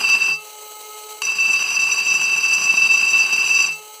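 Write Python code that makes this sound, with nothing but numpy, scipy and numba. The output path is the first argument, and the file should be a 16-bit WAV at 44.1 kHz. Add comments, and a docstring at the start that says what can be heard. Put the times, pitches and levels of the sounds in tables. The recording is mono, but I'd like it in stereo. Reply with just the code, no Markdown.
"""A glass vessel rings loudly in its own modes as a small rotary engraver grinds letters into its wall.
The gritty burr chatters and scrapes, and the ring swells irregularly. The burr lifts and the ring dies,
then it lands with a tick for a second, longer stroke. The motor hums, whistles and hisses throughout.
Heard close to the vessel, through the two microphone ports of a camera, with no room sound."""
import sys
import numpy as np
from scipy import signal
from scipy.fft import rfft, irfft
from scipy.io import wavfile
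from numba import njit

SR = 44100
rng = np.random.default_rng(int(sys.argv[2]) if len(sys.argv) > 2 else 0)


def inscribe(sig):
    """Save sig as 16-bit PCM at rate SR to the path in sys.argv[1].

    A 1-D sig is mono; a 2-D sig holds one channel per row.
    Samples are clipped to [-1, 1] before scaling.
    """
    pcm = np.round(np.clip(np.atleast_2d(sig).T, -1, 1) * 32767)
    wavfile.write(sys.argv[1], SR, pcm.astype(np.int16))


N = 176400
TIME, BINS = np.arange(N) / SR, np.fft.rfftfreq(N, 1 / SR)


def amp(db):
    """Decibels to gain."""
    return 10 ** (np.asarray(db) / 20)


def unit(x):
    """Scales to rms 1."""
    return x / np.sqrt(np.mean(x ** 2) + 1e-20)


def spectrum(points):
    """Reads a table on a log-frequency axis."""
    hz, value = np.transpose(points)
    return np.interp(np.log(BINS + 1), np.log(hz + 1), value)


def curve(rows, column=1):
    """Reads one column of a table over time."""
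    rows = np.array(rows)
    return np.interp(TIME, rows[:, 0], rows[:, column])


def drift(rate_hz):
    """A random wander of rms 1, mostly slower than rate_hz."""
    return unit(irfft(rfft(rng.standard_normal(N)) / np.sqrt(1 + (BINS / rate_hz) ** 4), N))


def band(x, hz, width_hz):
    """A band-pass with gain 1 at its centre."""
    return signal.lfilter(*signal.iirpeak(hz, hz / width_hz, SR), x)


# How alike a noise arrives at the two microphone ports (frequency [Hz], likeness [0-1])
PORT_LIKENESS = [(100, 0), (500, 0.3), (1000, 1), (1400, 0.02), (2000, 0.99), (5000, 1), (9000, 0.32),
                 (14000, 1)]

def stereo_noise(pair, colour):
    """Two unrelated white signals become a partly alike left and right with the given spectrum."""
    left, other = rfft(pair)
    alike = np.clip(spectrum(PORT_LIKENESS), 0, 1)
    right = alike * left + np.sqrt(1 - alike ** 2) * other
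    return irfft(np.array([left, right]) * amp(spectrum(colour)), N) * np.sqrt(SR / 2)


# Hiss of the brushes and fan, close up (frequency [Hz], density [dB per Hz])
HISS_SPECTRUM = [(30, -103), (100, -109), (300, -89.5), (520, -77), (1000, -82.5), (1400, -84.5),
                 (1900, -84), (3000, -78), (3900, -71.5), (4600, -81.5), (6300, -76), (8000, -76.5),
                 (9500, -81.5), (12600, -83), (13500, -80), (14400, -82), (15400, -98)]

def motor_hiss(turns):
    """Brushes and fan hiss, throbbing with each turn and fluttering at random."""
    throb = 1 + 0.13 * np.cos(2 * np.pi * turns)
    flutter = amp(1.83 * drift(rate_hz=35))
    return stereo_noise(rng.standard_normal((2, N)) * unit(throb * flutter), HISS_SPECTRUM)


# Thin whistles of the running tool (frequency [Hz], half-width [Hz], relative level [dB])
WHISTLE_BANDS = [(7858, 8, -50), (7982, 8, -52.5), (8220, 10, -54)]

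def motor_whistles():
    """Very narrow bands of noise whistle high above the hum."""
    whistles = np.zeros(N)
    for hz, half_width, db in WHISTLE_BANDS:
        peak = rfft(rng.standard_normal(N)) / (1 + ((BINS - hz) / half_width) ** 2)
        whistles += amp(db) * unit(irfft(peak, N))
    return whistles


# Partials of the hum (multiple of shaft speed, relative level idling [dB], relative level cutting [dB])
SHAFT_ORDERS = [(1, -48, -51), (2, -45, -53), (3, -44, -57), (4, -57, -60), (5, -51, -47), (7, -52, -58),
                (9, -56, -58), (15, -52, -56), (16, -57, -62), (35, -49, -60), (36, -58, -68)]

def motor_hum(touch, turns):
    """The shaft hums at multiples of its speed; their balance shifts while the burr cuts."""
    hum = np.zeros(N)
    for order, idle_db, cut_db in SHAFT_ORDERS:
        level_db = idle_db + touch * (cut_db - idle_db) + 2.5 * drift(rate_hz=16.4)
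        hum += amp(level_db) * np.sqrt(2) * np.sin(2 * np.pi * (order * turns + rng.random()))
    return hum


# The motor at the microphone as the tool moves (time [s], level [dB])
MOTOR_LEVEL = [(0, 1), (.35, -3.5), (.47, -2), (.8, 0.5), (1.13, 1.5), (1.22, -2), (1.5, -2.5), (3.7, -2.5),
               (3.8, -2), (4, -3)]

def motor(touch, turns, tones_db=-1):
    """The running tool is the background: hum, whistles and hiss swell and sink together."""
    tones = motor_hum(touch, turns) + motor_whistles()
    return (amp(tones_db) * tones + motor_hiss(turns)) * amp(curve(MOTOR_LEVEL))


# Strokes of the burr on the vessel's wall (touch [s], lift [s])
BURR_STROKES = [(-.1, 0.362), (1.217, 3.755)]

def release_hum(hz=160, swell_s=0.0287, lead_s=0.071):
    """The whole vessel swings softly as each stroke lets go."""
    hum = np.zeros(N)
    for _, lift in BURR_STROKES:
        age = np.maximum(TIME - lift + lead_s, 0)
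        hum += age / swell_s * np.exp(-age / swell_s) * np.sin(2 * np.pi * hz * age)
    return amp(-39.5) * hum


def burr_contact(turns):
    """Contact force: a blow in each turn, loosely alternating strong and weak, and a slower chatter."""
    blows = np.exp(0.66 * (np.cos(2 * np.pi * turns) + np.cos(4 * np.pi * turns) / 2))
    skips = 1 + 0.54 * np.cos(2 * np.pi * (turns / 2 + 0.39 * drift(rate_hz=26)))
    chatter = amp(2 * drift(rate_hz=58.5))
    return unit(blows * skips * chatter)


def grit(grains_per_s=18000):
    """Diamond grains strike the glass at random, as equal impulses of either sign."""
    signs = rng.choice([-1, 1], N)
    return unit(signs * (rng.random(N) < grains_per_s / SR))


# Dull scraping of the burr, close up (frequency [Hz], density [dB per Hz])
SCRAPE_SPECTRUM = [(40, -106), (90, -99), (125, -88), (160, -77), (220, -73), (290, -84.5), (370, -72.5),
                   (470, -87), (700, -76.5), (950, -71), (1300, -72.5), (1700, -67.5), (2150, -80.5),
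                   (2850, -66.5), (3600, -78.5), (4300, -85), (5500, -104), (8000, -77), (9400, -86.5),
                   (12400, -86.5), (13900, -98), (15500, -100)]

def burr_scrape(force):
    """Grains rasp over the wall, pulsing with the contact force."""
    return stereo_noise(np.array([grit(), grit()]) * force, SCRAPE_SPECTRUM)


# Knocks of the burr on the wall (time [s], kick to the modes [relative], tick level [dB])
BURR_KNOCKS = [(0.0892, 0.38, -4), (1.2189, 1, 1.5), (1.5559, 0.23, -10), (2.001, .3, -6),
               (2.1645, 0.15, -17)]
# Crack of a knock, close up (frequency [Hz], density [dB per Hz])
CRACK_SPECTRUM = [(100, -90), (450, -75), (1000, -49), (2000, -55), (6500, -54), (10000, -63), (15000, -74)]

def burr_knocks(crack_s=0.0036, clink_hz=2900, clink_db=-22, clink_decay_per_s=270):
    """Each knock ticks with a crack and a clink; returns the ticks and the kicks given to the glass."""
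    kicks, envelope, clink = np.zeros((3, N))
    for start, kick, db in BURR_KNOCKS:
        age = np.maximum(TIME - start, 0)
        kicks[round(start * SR)] = kick
        envelope += (TIME > start) * amp(db) * np.exp(-age / crack_s)
        clink += amp(db + clink_db) * np.exp(-age * clink_decay_per_s) * np.sin(2 * np.pi * clink_hz * age)
    crack = stereo_noise(rng.standard_normal((2, N)) * envelope, CRACK_SPECTRUM)
    return crack + band(clink, clink_hz, clink_hz / 2), kicks


# Brief, irregular swells in the glass's ringing (start [s], length [s], strength [relative])
RING_SWELLS = [(0.112, 0.034, 3), (.212, 0.013, 2.8), (1.383, 0.082, 4.8), (1.53, 0.0052, 0.97),
               (1.825, 0.012, 0.7), (1.911, .01, 0.77), (2.083, 0.041, 1.9), (2.326, 0.012, 0.4),
               (2.523, 0.0071, 1.26), (2.689, 0.014, 1.9), (2.762, 0.02, 1.3), (2.817, 0.0076, 1.25),
               (2.888, 0.0244, 2.0), (2.92, 0.038, 1.2), (3.025, .024, 0.43), (3.125, .026, 1.5),
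               (3.187, 0.011, 0.58), (3.323, 0.023, 1.4), (3.546, 0.028, 0.71)]

def ring_swells():
    """The ringing swells briefly: each swell is a push to the modes, spread evenly over its length."""
    return 1.46 * sum(strength / (length * SR) * ((TIME > start) & (TIME < start + length))
                      for start, length, strength in RING_SWELLS)


@njit
def glass_mode(force, push, touch, phase_step, damping):
    """One mode: push widens its swing; the touching burr damps it, more so the wider it swings."""
    free, swing_share = 0.62, 0.35  # shares of damping: left with the burr lifted, growing with the swing
    motion, state, rotation = np.zeros(len(force)), 0j, np.exp(1j * phase_step)
    for i in range(len(force)):
        swing = abs(state) + 1e-12
        loaded = 1 - swing_share + swing_share * swing ** 2
        decay = np.exp(-damping * (free + touch[i] * (loaded - free)))
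        state = state * (1 + push[i] / swing) * rotation * decay + force[i]
        motion[i] = state.real - force[i] / 2
    return motion * np.sqrt(2)


# Modes of the vessel (frequency [Hz], nominal width under the burr [Hz], relative level [dB], polarity)
GLASS_MODES = [(158, 12, -58, 1), (1131, 18, -37.5, 1), (2394, 22, -39, 1), (2663, 15, -16, 1),
               (3821, 13, -36, 1), (4657, 20, -30, 1), (4928, 44, -28.5, -1), (5919, 24, -26.5, -1),
               (6430, 180, -45, 1), (7120, 70, -44, 1), (7405, 28, -33.5, -1), (8570, 100, -42, 1),
               (10020, 60, -47, 1), (12350, 350, -47, 1), (13170, 100, -52, 1)]
# The high modes at the microphone as the burr moves over the wall (time [s], level [dB])
HIGH_MODE_LEVEL = [(.2, -5), (1.3, -1.5), (1.8, 0.5), (3.6, -1.5)]

def glass_ring(grinding, kicks, touch, swell_hz=2870, swell_half_width_hz=2500, high_from_hz=5400):
    """Grit and knocks ring the vessel; the swells are strongest in the modes near swell_hz."""
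    ring, swells = np.zeros(N), ring_swells()
    high_gain = amp(curve(HIGH_MODE_LEVEL) + 2.5 * drift(rate_hz=22))  # the high modes stutter together
    for hz, width_hz, db, polarity in GLASS_MODES:
        damping = np.pi * width_hz / SR
        force = grinding * np.sqrt(2 * damping) + kicks
        push = swells / (1 + ((hz - swell_hz) / swell_half_width_hz) ** 2)
        motion = glass_mode(force, push, touch, 2 * np.pi * hz / SR, damping)
        if hz > high_from_hz:
            motion *= high_gain
        treble_db = 1.5 if hz > 1.5 * swell_hz else 0
        radiated = band(motion, hz, width_hz=min(694, hz / 2))  # only near the mode's own pitch
        ring += polarity * amp(db + treble_db) * radiated
    return ring


# How hard the burr is pressed to the wall (time [s], scrape level [dB], ring level [dB])
HAND_PRESSURE = [(0, 8.5, -1.5), (.12, 3, 0.5), (.18, 4, -4.5), (.33, 4.5, -1.5), (1.22, 0.5, -3.5),
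                 (1.34, 0, -6), (1.5, 3, -3), (1.87, 3, -1), (2.28, 4, -2.5), (2.5, 4, -2.5),
                 (2.92, 5, -0.5), (3.21, 4.5, 0), (3.29, 5, -2.5), (3.62, 3.5, 2), (3.72, -0.5, -9)]

def engraving(touch, turns):
    """In the foreground the chattering burr scrapes, knocks and rings the glass."""
    force = touch * burr_contact(turns)
    ticks, kicks = burr_knocks()
    scrape = burr_scrape(force * amp(curve(HAND_PRESSURE, column=1)))
    ring = glass_ring(force * grit(), kicks, touch) * amp(curve(HAND_PRESSURE, column=2))
    return scrape + ticks + ring


# Speed of the engraver's shaft (time [s], speed [turns per s])
SHAFT_SPEED = [(0, 427), (.5, 425), (.75, 425), (.9, 426.5), (1.13, 426), (1.25, 429), (1.7, 427.5),
               (2.2, 429), (3.7, 428.5), (3.85, 426.5), (4, 430)]

def scene(land_s=0.0027, lift_s=0.078):
    """One slightly wobbling shaft drives the motor's hum and the burr, which meets the glass in strokes."""
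    touch = sum(np.clip(np.minimum((TIME - on) / land_s, (off - TIME) / lift_s), 0, 1)
                for on, off in BURR_STROKES)
    speed = curve(SHAFT_SPEED) * (1 + 0.0032 * drift(rate_hz=60))
    turns = np.cumsum(speed) / SR
    return motor(touch, turns) + release_hum() + engraving(touch, turns)


# Lag of the left microphone port behind the right (frequency [Hz], lag [cycles])
LEFT_PORT_LAG = [(0, 0), (300, .12), (1150, .08), (1600, .5), (2750, 1), (4400, 2), (6200, 3), (7900, 4),
                 (9750, 5), (11700, 6), (14800, 7)]
# Balance of the two ports (frequency [Hz], left minus right [dB])
PORT_BALANCE = [(120, 4), (200, -0.5), (430, 9), (800, -1), (1130, 0), (1300, -5), (1650, -2), (2000, -0.5),
                (16000, 0)]

def record(dry, top_hz=15550):
    """Two microphone ports close to the vessel differ in delay and level; both cut off at top_hz."""
    lag = np.interp(BINS, *np.transpose(LEFT_PORT_LAG))
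    tilt = amp(spectrum(PORT_BALANCE) / 2)
    responses = np.array([tilt * np.exp(-2j * np.pi * lag), 1 / tilt])
    impulses = np.roll(irfft(responses, N), 1024, axis=1)[:, :2049]
    heard = signal.oaconvolve(dry, impulses, "same", axes=1)
    lowpass = signal.firwin(511, top_hz, window=("kaiser", 9), fs=SR)
    return signal.oaconvolve(heard, lowpass[None], "same")


dry = scene()
out = record(dry)
inscribe(out)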